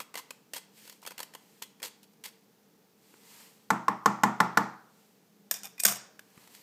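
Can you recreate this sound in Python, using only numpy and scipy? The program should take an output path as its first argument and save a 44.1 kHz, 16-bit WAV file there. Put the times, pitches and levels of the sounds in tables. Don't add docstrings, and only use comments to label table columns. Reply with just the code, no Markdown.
import sys
import numpy as np
from scipy import signal
from scipy.fft import rfft, irfft, next_fast_len
from scipy.io import wavfile
from scipy.ndimage import uniform_filter1d, map_coordinates

SR = 44100
rng = np.random.default_rng(int(sys.argv[2]) if len(sys.argv) > 2 else 0)


def write(x):
    x = np.atleast_2d(x).T
    wavfile.write(sys.argv[1], SR, np.round(np.clip(x, -1, 1) * 32767).astype(np.int16))


N = 291942

# frequency in Hz, relative level in dB per Hz.
HISS = [(320, -36), (550, -19), (737, -10), (779, -2.5), (1040, -12.5), (1180, -11), (1980, -13),
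        (2690, -14), (6190, -13.5), (9400, -19), (15300, -13.5)]
# centre in Hz, width in Hz, relative level in dB.
DRONE = [(125, 21, -8), (165, 7, 2.5), (202.2, 26, 6.5), (245, 11, -14), (291, 28, -2), (404, 200, -7.5),
         (448.5, 27, 1)]
HISS_DB, DRONE_DB = -69.5, -66
# frequency in Hz, T60 in seconds.
WALLS = [(150, 0.99), (700, 0.84), (2000, 0.49), (5000, 0.48), (14000, 0.15)]

# start in seconds, level in dB, dull part in dB against it, tone in Hz.
TICK = [(3.1394, -53, 7, 420), (6.1928, -33, -5.5, 1630), (6.3021, -52, -20, 202), (6.3764, -50, 6, 202),
        (6.4744, -41, -9, 850), (6.549, -34.5, -18.5, 1780)]
TICK_RISE_S, TICK_T60_S, TICK_TONE_DB = 0.00079, 0.019, 4.5

# start in seconds, swell in seconds, hold in seconds,
# release in seconds, level in dB, dull part in dB against it.
RUB = [(0.716, 0.063, 0.14, 0.091, -57.5, -22), (1.35, 0.025, 0.23, .04, -68.5, -9),
       (2.896, 0.097, .1, .1, -74.5, -13), (3.02, 0.32, 0.072, 0.28, -56, -8.5),
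       (4.75, 0.23, 0.064, 0.28, -70, -8), (6.106, .3, 0.11, .05, -63, -5),
       (6.499, 0.048, .1, .05, -58.5, -11.5)]
RUB_DEPTH_DB = 19
RUB_WAVER_DB = 0.7
# frequency in Hz, relative level in dB per Hz.
RASP = [(1060, -20.5), (1800, -4.5), (3350, -3), (3630, -5.5), (4260, -2), (6000, -5.5), (8140, -2.5),
        (9830, -9), (12400, -4.5), (15400, -11)]
# frequency in Hz, relative level in dB per Hz.
DULL = [(150, -55.5), (250, -9), (399, -12.5), (497, -3.5), (664, -9), (956, -1.5), (1460, -8), (3000, -10),
        (3900, -34), (6600, -120)]

# start in seconds, level in dB, dull part in dB against it, dull tone in Hz,
# ring in dB against the level, favoured mode in Hz, T60 in seconds of the damping laid over the ring.
CLATTER = [(5.5111, -8, -21.5, 1726, -16.5, 5490, .07), (5.54, -22, -21.5, 1720, -8.5, 5490, .15),
           (5.633, -28, -20.5, 1380, -8, 5490, .08), (5.7797, -41, -6, 2000, 3, 2365, .12),
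           (5.795, -31, -28, 1715, -13.5, 2365, .1), (5.799, -19, -34, 1660, -10, 2365, .1),
           (5.8015, -21.5, -35, 1660, 2.5, 11470, .06), (5.835, -12.5, -23.5, 681, 0, 8750, 0.03),
           (5.8504, -3, -14.5, 1550, -6, 6700, 0.052), (5.853, -5, -37, 1360, -14, 7700, 0.044),
           (5.8642, -8.5, -27, 659, -5, 14100, 0.087), (5.878, -12, -19, 1160, -17, 8700, .04),
           (5.884, -11, -23.5, 689, -13, 6700, .05), (5.911, -22.5, -16.5, 1480, -9, 8750, .04),
           (5.922, -30, -16, 664, -14, 5490, .11), (5.957, -30.5, -13, 1080, -7, 5460, .1)]
# start in seconds, length in seconds, first level in dB, dull tone in Hz, favoured mode in Hz.
ROCK = [(5.549, 0.045, -32.5, 750, 3580), (5.64, 0.036, -28.5, 800, 3540), (5.892, 0.083, -22.5, 700, 6700)]
ROCK_GAP_S, ROCK_SCATTER_DB, ROCK_FADE_DB = 0.0073, 2, 15.5
ROCK_DULL_DB, ROCK_RING_DB, ROCK_RING_T60_S = -16.5, -7.5, 0.08
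# frequency in Hz, relative level in dB, T60 in seconds before added damping.
STEEL = [(2460, 5.5, .3), (3570, 1, 0.26), (4600, -12, 0.078), (5600, 3.5, 0.35), (6700, -0.5, 0.16),
         (7240, -11, .1), (7960, -5, .1), (7700, -7, 0.13), (8600, 7, .1), (9400, -9.5, .15),
         (10100, -15, 0.071), (11040, -3.5, 0.15), (12190, -15, .1), (12890, -13, .12), (13300, -6, .1),
         (14100, -8, .1), (14600, -13, .12)]
# frequency in Hz, relative level in dB per Hz.
STONE = [(1060, -48.5), (1800, -5), (2490, -6), (3630, -3), (4330, -9.5), (4930, 3.5), (6150, 1),
         (6680, 3.5), (8730, 1.5), (10000, -6), (14100, 3.5), (15500, -12), (16400, -47.5)]
# frequency in Hz, relative level in dB per Hz.
BASE = [(150, -39), (250, -10), (574, -4.5), (678, 2.5), (844, -9), (1050, 1), (1330, -1.5), (3000, -3.5),
        (3900, -46), (6600, -120)]
CRACK_T60_S = 0.023

# start in seconds, level in dB, thud in dB against it,
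# crack in dB against it, tightness as the tilt of the slap in dB per octave.
KNOCK = [(3.704, -10.5, -12, -12.5, 0.8), (3.882, -14.5, -15.5, -15, -0.5), (4.059, -9.5, -14.5, -11, -5.5),
         (4.235, -8, -13.5, -12, -2), (4.403, -8.5, -16.5, -12.5, 1.5), (4.573, -10, -15, -10, 5.5)]
# frequency in Hz, relative level in dB before the tilt, T60 in seconds before the overall fade.
SLAP = [(473, -16.5, 0.027), (878, -2, 0.041), (1075, 6, 0.03), (1191, -4, 0.049), (1405, 8.5, 0.018),
        (1744, -6.5, 0.048), (2004, -1.5, 0.022), (2300, -10.5, 0.019)]
# frequency in Hz, relative level in dB, T60 in seconds before the overall fade.
BOOM = [(129, -9, 0.52), (177.5, -2, 0.41), (204.2, 2.5, 0.32), (236.4, -5.5, 0.4), (289.5, 0.5, 0.13),
        (318.3, -11, 0.53), (458, 4.5, 0.067), (804, -2.5, 0.25), (924, -3, 0.099), (863, 3.5, 0.27),
        (1119, -7.5, 0.5), (1167, -19, .27), (1210, -11.5, 0.22), (1397.4, -12.5, 0.28), (1470, -7, 0.18)]
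# frequency in Hz, relative level in dB per Hz.
CRACK = [(1180, -23.5), (2000, -24.5), (2890, -12), (4380, -10), (7750, -10.5), (9920, -23.5), (13100, -17),
         (15000, -28.5), (16400, -67.5)]
# frequency in Hz, relative level in dB per Hz.
WASH = [(150, -21.5), (250, -8.5), (329, -14.5), (352, -9.5), (454, -11), (536, -16.5), (890, -0.5),
        (1400, -5.5), (1510, -24), (1840, -13), (2780, -29), (3500, -32), (4550, -54), (7700, -120)]

# start in seconds, level in dB, dull part in dB against it, tone in Hz.
CATCH = [(0.0014, -21.5, -9, 1240), (0.1407, -28.5, -3.5, 1160), (0.154, -23, -4.5, 2030),
         (0.1742, -24.5, -12, 1050), (0.306, -26.5, -5.5, 2510), (0.5343, -20, -12, 1850),
         (0.563, -23.5, -10, 3260), (0.578, -30, -17, 3040), (0.8513, -42, -12, 470),
         (0.8757, -33.5, -11, 1440), (0.8958, -31, -14, 1760), (0.9236, -35.5, -15, 1770),
         (1.0171, -43, -19, 500), (1.0272, -40.5, -4, 980), (1.05, -34.5, -5, 2320),
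         (1.063, -27.5, -10, 3330), (1.072, -26.5, -10.5, 1310), (1.1068, -31.5, -5, 1440),
         (1.1168, -33.5, -5, 940), (1.179, -25, -15, 3000), (1.1907, -27.5, -7.5, 940),
         (1.202, -20.5, -10.5, 940), (1.2292, -25.5, -14, 3020), (1.3365, -35, -8, 1870),
         (1.3489, -29, -5.5, 888), (1.619, -36.5, -1.5, 1010), (1.6221, -21, -12, 3510),
         (1.8002, -42, -4, 2420), (1.8193, -35, -7, 523), (1.8284, -21.5, -9, 3350),
         (2.0298, -42.5, -22, 2900), (2.1337, -49, -14, 467), (2.2378, -29, -19, 2150),
         (2.2553, -30, -16, 3230)]
CATCH_RISE_S, CATCH_T60_S, CATCH_TONE_DB = 0.0013, 0.025, -0.5
# start in seconds, length in seconds, first level in dB,
# dull part in dB against it, tone in Hz.
DRAG = [(0.009, 0.019, -36, -8, 2450), (0.166, 0.01, -35, -4, 1000), (0.179, 0.023, -28.5, -9, 1010),
        (0.544, 0.046, -30, -13, 520), (0.774, 0.044, -51, -12, 497), (1.031, 0.015, -44, -13, 960),
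        (1.071, 0.017, -37, -6, 1340), (1.213, 0.016, -42, -4.5, 2200), (1.63, 0.009, -33, -22, 980),
        (1.835, 0.045, -26.5, -14.5, 523), (2.036, .012, -47.5, -17, 2920),
        (2.242, 0.046, -32.5, -13.5, 2080)]
TOOTH_S, TOOTH_SCATTER_DB, DRAG_FADE_DB = 0.005, 1, 10.5
# centre in Hz, width in Hz, relative level in dB.
GRATER = [(489, 29, -10), (1070, 105, 2), (2037, 8, 0.5), (2690, 430, 3), (3310, 12, 2.5), (3970, 9.4, 0),
          (4560, 21, -1), (5260, 100, -18), (5380, 80, -10), (7680, 220, -8), (8800, 50, -8),
          (8830, 36, -8)]

# frequency in Hz, gain in dB.
MIC = [(20, -32), (70, -6), (115, 0.5), (15200, 1), (15600, -14.5), (16500, -27.5)]
TOP_HZ = 16521
CEILING, KNEE = 0.62, 4


def amp(db):
    return 10 ** (np.asarray(db) / 20)


def unit(x):
    return x / np.sqrt(np.mean(x ** 2) + 1e-20)


def along(points, hz):
    f, v = np.transpose(points)
    return np.interp(np.log(hz + 1), np.log(f + 1), v)


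def filtered(x, response):
    m = next_fast_len(N + SR // 2)
    return irfft(rfft(x, m) * response(np.fft.rfftfreq(m, 1 / SR)), m)[:N]


def resonance(hz, centre, width):
    return 1j * hz * width / (centre * centre - hz * hz + 1j * hz * width)


def grit(spectrum, spiky_db):
    size = amp(spiky_db * rng.standard_normal(N // 16 + 1)).repeat(16)[:N]
    impacts = size * rng.standard_normal(N)
    return unit(filtered(impacts, lambda hz: amp(along(spectrum, hz))))


def add(track, s, sound):
    part = track[round(s * SR):][:len(sound)]
    part += sound[:len(part)]


def fade(t, rise, t60):
    return (1 - np.exp(-t / max(rise, 1e-4))) * amp(-60 * t / max(t60, 2e-3))


def ring(modes, t, scatter_db, loose):
    hz, db, t60 = np.transpose(modes)[:, :, None]
    luck = rng.standard_normal(hz.shape)
    phase = loose * rng.random(hz.shape)
    strength = amp(db + scatter_db * luck - 60 * t / t60)
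    return np.sum(strength * np.sin(2 * np.pi * (hz * t + phase)), axis=0)


def train(start, length, db, gap, scatter_db, fade_db):
    luck = rng.standard_normal((16, 2))
    jitter = 0.3 * np.clip(luck[:, 0], -1.5, 1.5)
    after = gap * (np.arange(len(luck)) + jitter).clip(0)
    return [(start + a, db - fade_db * a / length + scatter_db * bite)
            for a, bite in zip(after, luck[:, 1]) if a < length]


def bursts(rows, rise, t60, tone_db):
    bright, dull, tone = np.zeros((3, N))
    t = np.arange(SR // 4) / SR
    for s, db, dull_db, hz in rows:
        add(bright, s, amp(db - 7.0) * fade(t, rise, t60))
        add(dull, s, amp(db + dull_db - 3.5) * fade(t, rise, t60))
        sine = np.sin(2 * np.pi * hz * t)
        add(tone, s, amp(db + dull_db + tone_db) * fade(t, rise, 0.82 * t60) * sine)
    return bright * grit(RASP, spiky_db=3.0) + dull * grit(DULL, spiky_db=3) + tone


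def kitchen():
    def bands(hz):
        return np.sqrt(sum((amp(db) * np.abs(resonance(hz, c, w))) ** 2 for c, w, db in DRONE))

    drone = unit(filtered(rng.standard_normal(N), bands))
    return amp(HISS_DB) * grit(HISS, spiky_db=-1.5) + amp(DRONE_DB) * drone


def walls(x, size=1):
    delayed = np.pad(x, (350, 0))[:N]
    hz, t, (source, noise) = signal.stft([delayed, rng.standard_normal(N)], SR, nperseg=384)
    dying = amp(-120 * t[:150] / along(WALLS, hz)[:, None])
    power = uniform_filter1d(np.abs(source) ** 2, size, axis=0)
    power = signal.fftconvolve(power, dying / dying.sum(1, keepdims=True), axes=1)[:, :len(t)]
    carrier = noise / np.sqrt(np.mean(np.abs(noise) ** 2))
    return signal.istft(carrier * np.sqrt(np.abs(power)), SR, nperseg=384)[1][:N]


def ticking():
    return bursts(TICK, TICK_RISE_S, TICK_T60_S, TICK_TONE_DB)


def rubbing():
    bright, dull, t = np.zeros(N), np.zeros(N), np.arange(N) / SR
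    for s, swell, hold, release, db, dull_db in RUB:
        corners = s + np.cumsum([0, swell, hold, release])
        shape_db = np.interp(t, corners, [-RUB_DEPTH_DB, 0, 0, -RUB_DEPTH_DB], -80, -80)
        stroke = amp(db + shape_db)
        bright += stroke
        dull += amp(dull_db) * stroke
    waver = amp(RUB_WAVER_DB * map_coordinates(rng.standard_normal(300), [25 * t]))
    return waver * (bright * grit(RASP, spiky_db=0.5) + dull * grit(DULL, spiky_db=3.0))


def clatter():
    bright, dull, steel, boom = np.zeros((4, N))
    t = np.arange(SR // 2) / SR
    low = [(hz, level - 8 * np.log2(hz / 130), life) for hz, level, life in BOOM[:3]]
    rocking = [(s, db, ROCK_DULL_DB, dull_hz, ROCK_RING_DB, mode_hz, ROCK_RING_T60_S)
               for start, length, top_db, dull_hz, mode_hz in ROCK
               for s, db in train(start, length, top_db, ROCK_GAP_S, ROCK_SCATTER_DB, ROCK_FADE_DB)]
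    for s, db, dull_db, dull_hz, ring_db, mode_hz, ring_t60 in CLATTER + rocking:
        add(bright, s, amp(db - 7.5) * fade(t, 0.00054, CRACK_T60_S))
        add(dull, s, amp(db + dull_db - 4.5) * fade(t, 0.00083, 2.1 * CRACK_T60_S))
        tone = np.sin(2 * np.pi * dull_hz * t)
        add(steel, s, amp(db + dull_db + 0.5) * fade(t, 0.00086, 1.5 * CRACK_T60_S) * tone)
        modes = [(hz, level - 14 * abs(np.log2(hz / mode_hz)), life) for hz, level, life in STEEL]
        ringing = ring(modes, t, scatter_db=1.5, loose=1.0)
        add(steel, s, amp(db + ring_db - 12) * fade(t, 0.00062, ring_t60) * ringing)
        rumble = ring(low, t, scatter_db=7.5, loose=1.0)
        add(boom, s, amp(db + dull_db - 23) * fade(t, 0.012, 1.8) * rumble)
    hits = bright * grit(STONE, spiky_db=2.2) + dull * grit(BASE, spiky_db=5) + steel
    return hits + boom + amp(-11) * walls(hits, size=3)


def knocks():
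    slap, boom, crack, wash = np.zeros((4, N))
    t = np.arange(SR // 2) / SR
    low = [mode for mode in BOOM if mode[0] < 500]
    middle = [mode for mode in BOOM if mode[0] >= 500]
    for s, db, thud_db, crack_db, tilt_db in KNOCK:
        modes = [(hz, level + tilt_db * np.log2(hz / 1000), life) for hz, level, life in SLAP]
        struck = ring(modes, t, scatter_db=3.0, loose=0.14)
        add(slap, s, amp(db - 4.5) * fade(t, 0.00098, 0.61) * struck)
        deep = ring(low, t, scatter_db=2.5, loose=0.82)
        add(boom, s, amp(db + thud_db - 5.5) * fade(t, 0.006, 2.7) * deep)
        higher = ring(middle, t, scatter_db=-4.0, loose=0.94)
        add(boom, s, amp(db - 25.5) * fade(t, 0.0026, 2.7) * higher)
        add(wash, s, amp(db - 17.5) * fade(t, 0.0004, 0.38))
        add(crack, s, amp(db + crack_db - 2.0) * fade(t, 0.00024, 0.031))
    crack *= grit(CRACK, spiky_db=-1.5)
    direct = slap + boom + wash * grit(WASH, spiky_db=2.0) + crack
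    return direct + amp(-12.5) * walls(crack, size=9) + amp(-15.5) * walls(slap)


def grating():
    teeth = [(s, db, dull_db, hz) for start, length, top_db, dull_db, hz in DRAG
             for s, db in train(start, length, top_db, TOOTH_S, TOOTH_SCATTER_DB, DRAG_FADE_DB)]
    tears = bursts(CATCH + teeth, CATCH_RISE_S, CATCH_T60_S, CATCH_TONE_DB)

    def body(hz):
        return sum((-1) ** k * amp(db) * resonance(hz, c, w) for k, (c, w, db) in enumerate(GRATER))

    return tears + amp(3.0) * filtered(tears, body)


def scene():
    small = grating() + ticking()
    return (small + amp(-13) * walls(small) + rubbing() + knocks() + clatter() + kitchen())[None]


def record(dry):
    soft = dry[0] / (1 + np.abs(dry[0] / CEILING) ** KNEE) ** (1 / KNEE)
    return filtered(soft, lambda hz: (hz < TOP_HZ) * amp(along(MIC, hz)))[None]


dry = scene()
out = record(dry)
write(out)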